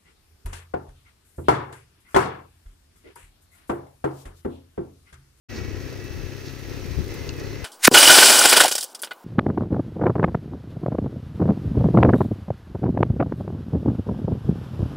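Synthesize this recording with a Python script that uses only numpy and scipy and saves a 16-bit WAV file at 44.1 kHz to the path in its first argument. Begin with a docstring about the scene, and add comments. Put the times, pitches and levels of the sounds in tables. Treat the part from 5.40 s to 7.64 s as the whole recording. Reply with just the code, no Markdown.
"""All-terrain vehicle over a pasture

A single-cylinder all-terrain vehicle crawls closer, towing a wagon; its layers follow one engine speed.
Each firing is a thump of tones locked to the firing rate, with a rough puff of coloured noise and clicks.
Valves clatter (impacts ringing a casing), gears whine (wavering tones), dry grass hisses and crackles.
A few dull thumps and a snapping twig ring resonances; wind rumbles (noise) mostly on the left port."""
import sys
import numpy as np
from scipy import signal
from scipy.fft import rfft, irfft
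from scipy.io import wavfile

SR = 44100
rng = np.random.default_rng(int(sys.argv[2]) if len(sys.argv) > 2 else 0)


def dump_mix(stems):
    """Bounce the given channels to the path in sys.argv[1] as a 16-bit WAV at rate SR."""
    frames = np.atleast_2d(stems).T  # one column per channel
    limited = np.clip(frames, -1, 1)  # hard clip at full scale
    pcm = np.round(limited * 32767).astype(np.int16)
    wavfile.write(sys.argv[1], SR, pcm)


N = 98916
T = np.arange(N) / SR


def from_db(db):
    """Decibels to gain."""
    return 10 ** (np.asarray(db) / 20)


def rms_one(x):
    """Scale to rms 1."""
    return x / np.sqrt(np.mean(x ** 2) + 1e-20)


def in_time(rows):
    """Columns of a curve, interpolated at every sample."""
    s, *columns = np.transpose(rows)
    return [np.interp(T, s, c) for c in columns]


def swells(rows):
    """Sum of Gaussian rises and falls of gain; half is the time from the peak to 1/e."""
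    return sum(from_db(db) * np.exp(-((T - s) / half) ** 2) for s, half, db in rows)


def pan(db):
    """Left and right gains for a level difference, left over right."""
    return from_db(np.array([[db], [-db]]) / 2)


def colour(x, spectrum):
    """Shape a signal by a gain curve over log frequency, falling off outside it; rms 1."""
    hz, db = np.transpose(spectrum)
    f = np.maximum(np.arange(N // 2 + 1) * SR / N, 1)
    gain = from_db(np.interp(np.log(f), np.log(hz), db))
    outside = np.minimum(f / hz[0], 1) * np.minimum(hz[-1] / f, 1)
    return rms_one(irfft(rfft(x) * gain * outside ** 2, N))


def drift(rate_hz):
    """Slow random motion, rms 1: low-passed noise drawn at every 32nd sample."""
    f = np.arange(2049) * SR / 32 / 4096
    slow = irfft(rfft(rng.standard_normal(4096)) / (1 + (f / rate_hz) ** 2))
    return rms_one(np.interp(np.arange(N) / 32, np.arange(len(slow)), slow))


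def stereo(mid, side, alike):
    """Two unrelated signals mixed to a left and right of given correlation; rms 1."""
    alike = np.clip(alike, 0, .99)
    return rms_one(np.sqrt(1 + alike) * mid + np.sqrt(1 - alike) * side * np.array([[1], [-1]]))


def noise(alike):
    """White stereo noise."""
    return stereo(*rng.standard_normal((2, N)), alike)


def clicks(per_s, spread_db):
    """Random clicks of uneven size and sign; rms 1."""
    sizes = from_db(spread_db * np.minimum(rng.exponential(1, N), 3))
    return rms_one((rng.random(N) < per_s / SR) * sizes * rng.choice([-1, 1], N))


def resonate(x, modes):
    """Parallel two-pole resonances, each with its gain at the peak."""
    out = 0
    for hz, width_hz, db in modes:
        r = np.exp(-np.pi * width_hz / SR)
        poles = [1, -2 * r * np.cos(2 * np.pi * hz / SR), r * r]
        ringing = signal.lfilter([1, 0, -1], poles, x + 1e-18)
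        out = out + from_db(db) * (1 - r * r) / 2 * ringing
    return out


def cut(x, hz, kind, order=2):
    """Butterworth filter."""
    return signal.sosfilt(signal.butter(order, hz, kind, fs=SR, output="sos"), x)


def at_ports(x, right_bass_cut_hz=406):
    """Left and right of a low sound: the right port loses the bass, with no delay."""
    once = cut(x, right_bass_cut_hz, "high")
    return np.array([x, cut(once[::-1], right_bass_cut_hz, "high")[::-1]])


def wind(wind_db=9, right_wind_db=-28, buffet_pan_db=9):
    """Wind noise: gusting rumble mostly on the left port, and short buffets on both."""
    # Each row: time in seconds, level in dB before wind_db.
    gusts = [(0.11, -44.5), (0.26, -44), (0.29, -40), (0.38, -42), (0.63, -46), (0.67, -40), (0.87, -39),
             (0.9, -52), (1.52, -39), (1.54, -43), (1.6, -30.5), (1.65, -43), (1.78, -39), (2.01, -39.5),
             (2.04, -46.5), (2.24, -35.5)]
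    # Rumble spectrum. Each row: frequency in Hz, relative density in dB per Hz.
    wind_spectrum = [(24, -29), (32, -5.5), (42, -3), (68, -2), (100, -3.5), (160, -13), (250, -24.5),
                     (500, -33.5), (1000, -43)]
    # Each row: centre in seconds, half length in seconds, level in dB before panning.
    buffets = [(0.196, 0.072, -33.5), (.765, 0.013, -35), (1.46, 0.027, -39), (1.51, 0.0089, -31),
               (1.59, .024, -28.5)]
    # Buffet spectrum. Each row: frequency in Hz, relative density in dB per Hz.
    buffet_spectrum = [(30, -51), (70, 18), (130, -10), (220, 4.5), (370, -24.5), (520, -46), (900, -49)]
    gust_db, = in_time(gusts)
    rumble = colour(noise(alike=0.017), wind_spectrum) * from_db(gust_db + wind_db)
    rumble = rumble * from_db([[0], [right_wind_db]])
    left, right = swells(buffets) * colour(noise(alike=0.071), buffet_spectrum) * pan(buffet_pan_db)
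    return rumble + np.array([left, cut(right, 61, "high")])


def grass(crackles_per_s=330, rustle_clicks_per_s=1100):
    """Dry grass brushed by tyres: noise and clicks hiss and rustle, stalks tick, one twig rings."""
    # Tyre hiss. Each row: time in seconds, level in dB before hiss_db.
    hiss_level = [(.1, -72), (.4, -52.5), (1.2, -49.5), (1.75, -47), (2.2, -53)]
    # Hiss spectrum. Each row: frequency in Hz, relative density in dB per Hz.
    hiss_spectrum = [(4000, 12.5), (7000, 4), (9000, 0.5), (12000, 4), (15500, 2)]
    # Each row: centre in seconds, half length in seconds, level in dB.
    rustle_times = [(.17, 0.019, -46), (1.075, 0.025, -45.5), (1.75, 0.012, -61), (1.875, 0.0082, -56),
                    (2.003, 0.0064, -43.5)]
    # Rustle spectrum. Each row: frequency in Hz, relative density in dB per Hz.
    rustle_spectrum = [(2500, -12), (3800, 3), (4700, 8), (5800, 5), (6700, 2), (7600, -13), (15000, -36)]
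    # Ticking stalks. Each row: centre in seconds, level in dB before the high-pass.
    tick_times = [(0.642, -46), (0.954, -61), (1.129, -48), (1.642, -47), (1.743, -38), (1.755, -58),
                  (1.83, -48), (1.878, -43), (1.967, -47), (1.998, -43)]
    # Twig resonances. Each row: frequency in Hz, width in Hz, gain in dB.
    twig_modes = [(2850, 320, 0), (3490, 270, -6), (4300, 510, 0), (5990, 310, -14), (6840, 400, -11)]
    hiss_db, tick_half_s = -3.5, 0.002
    twig_s, twig_half_s, twig_peak_db, splinters = 1.8924, .0017, -20, .3

    crackle = stereo(clicks(crackles_per_s, 3.5), clicks(crackles_per_s, 8), alike=0.39)
    level_db, = in_time(hiss_level)
    hiss = colour(noise(alike=0.072) + crackle, hiss_spectrum) * from_db(level_db + hiss_db)

    rustling = noise(alike=.99) + clicks(rustle_clicks_per_s, spread_db=7)
    rustles = swells(rustle_times) * colour(rustling, rustle_spectrum)

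    tick_swells = swells([(s, tick_half_s, db) for s, db in tick_times])
    ticks = cut(noise(alike=0.12) * tick_swells, 1500, "high")

    splintering = splinters * noise(alike=0.28) * swells([(twig_s, twig_half_s, 0)])
    snap = signal.unit_impulse(N, int(twig_s * SR)) + splintering
    twig = cut(resonate(snap, twig_modes), [2500, 6800], "band", order=3)
    twig = from_db(twig_peak_db) * twig / np.abs(twig).max()
    return (hiss + rustles + ticks + twig) * pan(-1)


def thumps(contact_half_s=0.00088):
    """Soft blows on a hollow, well damped body, perhaps the wagon jolting."""
    # Each row: time in seconds, blow level in dB.
    blow_times = [(1.455, -23), (1.507, -19), (1.566, -21), (1.587, -12.5), (1.751, -21)]
    # Body resonances. Each row: frequency in Hz, width in Hz, gain in dB.
    body_modes = [(83, 29, 5), (143, 42, -2), (203, 28, -18), (353, 59, -4.5)]
    blows = swells([(s, contact_half_s, db) for s, db in blow_times])
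    body = resonate(blows, body_modes)
    return at_ports(body * blows.max() / np.abs(body).max())


def gears(cycles, wander_rad=0.35, flutter_db=2.5):
    """Wavering tones locked to the engine speed swell and fade."""
    # Each row: multiple of the firing rate, centre in seconds, half length in seconds, peak level in dB.
    whine = [(60, .2, .14, -48), (70, .22, .13, -52.5), (59, .66, .33, -51), (80, .8, .27, -54),
             (39, 1.35, .15, -58), (70, 1.47, .12, -57), (60, 1.82, .15, -49), (75, 1.97, .11, -48.5),
             (56, 2.03, .07, -51), (59, 2.22, .12, -47), (120, 2.08, .1, -56)]
    out = 0
    for k, s, half, db in whine:
        level = swells([(s, half, db)]) * from_db(flutter_db * drift(25))
        out = out + level * np.sin(2 * np.pi * k * cycles + wander_rad * drift(19))
    return out


def clatter(cycles, level_db, impacts_per_s=1100, impact_share=0.2):
    """Valves, chain and belt: impacts and rubbing swell twice per firing cycle and ring the casing."""
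    # Direct spectrum. Each row: frequency in Hz, relative density in dB per Hz.
    clatter_spectrum = [(500, 6.5), (800, -0.5), (1200, -1), (1700, 3), (2400, 2.5), (2800, -0.5),
                        (3250, -3.5), (4200, -4), (6200, -1.5), (7200, -13.5), (9000, -20.5),
                        (15000, -12.5)]
    # Engine casing resonances. Each row: frequency in Hz, width in Hz, gain in dB.
    casing_modes = [(1320, 70, 0), (1697, 60, -2), (1930, 110, 2), (2610, 90, 3.5), (4100, 70, -4),
                    (4600, 80, -4), (5550, 120, -5)]
    direct_db, casing_db, swing_db, flutter_db = 1, -10, 0.6, 1.05
    impacts = stereo(clicks(impacts_per_s, 2.5), clicks(impacts_per_s, 9), alike=0.72)
    drive = np.sqrt(impact_share) * impacts + np.sqrt(1 - impact_share) * noise(alike=0.51)
    swell_db = swing_db * np.cos(2 * np.pi * 2 * cycles)  # once per crank turn
    drive = drive * from_db(swell_db + flutter_db * drift(60))
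    direct = from_db(direct_db) * colour(drive, clatter_spectrum)
    casing = from_db(casing_db) * rms_one(resonate(drive, casing_modes))
    return from_db(level_db) * (direct + casing)


def puffs(cycles, level_db, eddies_per_s=220, eddy_share=0.63):
    """Turbulent gas (noise) and its eddies (clicks) swell after each firing, never twice alike."""
    # Each row: frequency in Hz, relative density in dB per Hz.
    puff_spectrum = [(120, -33), (220, -12.5), (290, -5), (370, -1), (470, -7), (620, -18), (900, -21.5),
                     (1500, -26.5)]
    puff_db, peak_phase_cycles, swing_db, pan_db = -2, 0.081, 1, -6
    eddies = stereo(clicks(eddies_per_s, 1.5), clicks(eddies_per_s, 0), alike=0.56)
    gas = np.sqrt(eddy_share) * eddies + np.sqrt(1 - eddy_share) * noise(alike=0.43)  # power share
    swell_db = swing_db * np.cos(2 * np.pi * (cycles - peak_phase_cycles))
    return colour(gas * from_db(swell_db), puff_spectrum) * from_db(level_db + puff_db) * pan(pan_db)


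def exhaust(cycles, level_db, flutter_db=1.64, wander_rad=0.064, jitter_cycles=0.0067):
    """Pipe tones line up once per firing into a thump that sweeps upward; the timing is a little uneven."""
    # Levels in dB of the multiples 2, 3, 4 .. of the firing rate, before the common swing.
    tone_levels_db = [-50.5, -37, -39.5, -52.5, -51, -54, -44.5, -51, -48, -50.5, -50, -58, -57, -66, -57]
    firing_phase_cycles, pipe_spread_s_per_hz = 0.0669, .000012  # higher tones leave the pipe later
    follow_share, scatter_db = 0.26, 1.6  # share of the puffs' level swing; random level scatter
    rate_hz = cycles[-1] / T[-1]
    uneven = cycles - firing_phase_cycles + jitter_cycles * drift(6.8)
    thump = 0
    for k, db in enumerate(tone_levels_db, 2):
        late_cycles = pipe_spread_s_per_hz * (k * rate_hz) ** 2 / 2
        phase = 2 * np.pi * (k * uneven - late_cycles) + wander_rad * k * drift(1.5)
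        thump = thump + from_db(db + flutter_db * drift(7)) * np.cos(phase)
    swing_db = follow_share * (level_db - level_db.mean()) + scatter_db * drift(39)
    return at_ports(np.sqrt(2) * thump * from_db(swing_db))


def scene():
    """Engine layers share one speed and, with the thumps, reach the right port a sample later."""
    # Each row: time in seconds, firing rate in Hz.
    speed = [(0.1, 32.06), (0.35, 32.23), (0.6, 32.81), (0.85, 33.1), (1.1, 33.33), (1.4, 33.92),
             (1.7, 34.14), (2.0, 34.53), (2.24, 34.38)]
    # Each row: time in seconds, base level of the puffs in dB, base level of the clatter in dB.
    engine_levels = [(0.1, -48.5, -45), (0.18, -36, -43), (0.25, -40, -46), (0.55, -40, -46.5),
                     (0.8, -41, -47), (0.97, -45, -47.5), (1.06, -43, -46.5), (1.2, -48.5, -47.5),
                     (1.3, -38.5, -45.5), (1.52, -41, -46.5), (1.61, -37.5, -45.5), (1.65, -40.5, -49.5),
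                     (1.73, -37.5, -44.5), (1.86, -39.5, -45), (1.97, -40, -48), (1.99, -34.5, -45),
                     (2.22, -42, -45.5)]
    firing_hz, = in_time(speed)
    cycles = np.cumsum(firing_hz) / SR
    puff_db, clatter_db = in_time(engine_levels)
    around = wind() + grass()
    engine = gears(cycles) + clatter(cycles, clatter_db) + puffs(cycles, puff_db) + exhaust(cycles, puff_db)
    left, right = engine + thumps()
    return around + np.array([left, np.roll(right, 1)])


def record(dry, start_s=.086, fade_s=.014, cutoff_hz=15650):
    """The microphone opens after a moment with a short fade; a steep low-pass cuts the top."""
    opened = dry * np.clip((T - start_s) / fade_s, 0, 1)
    return signal.sosfilt(signal.ellip(12, .2, 80, cutoff_hz, fs=SR, output="sos"), opened)


dry = scene()
out = record(dry)
dump_mix(out)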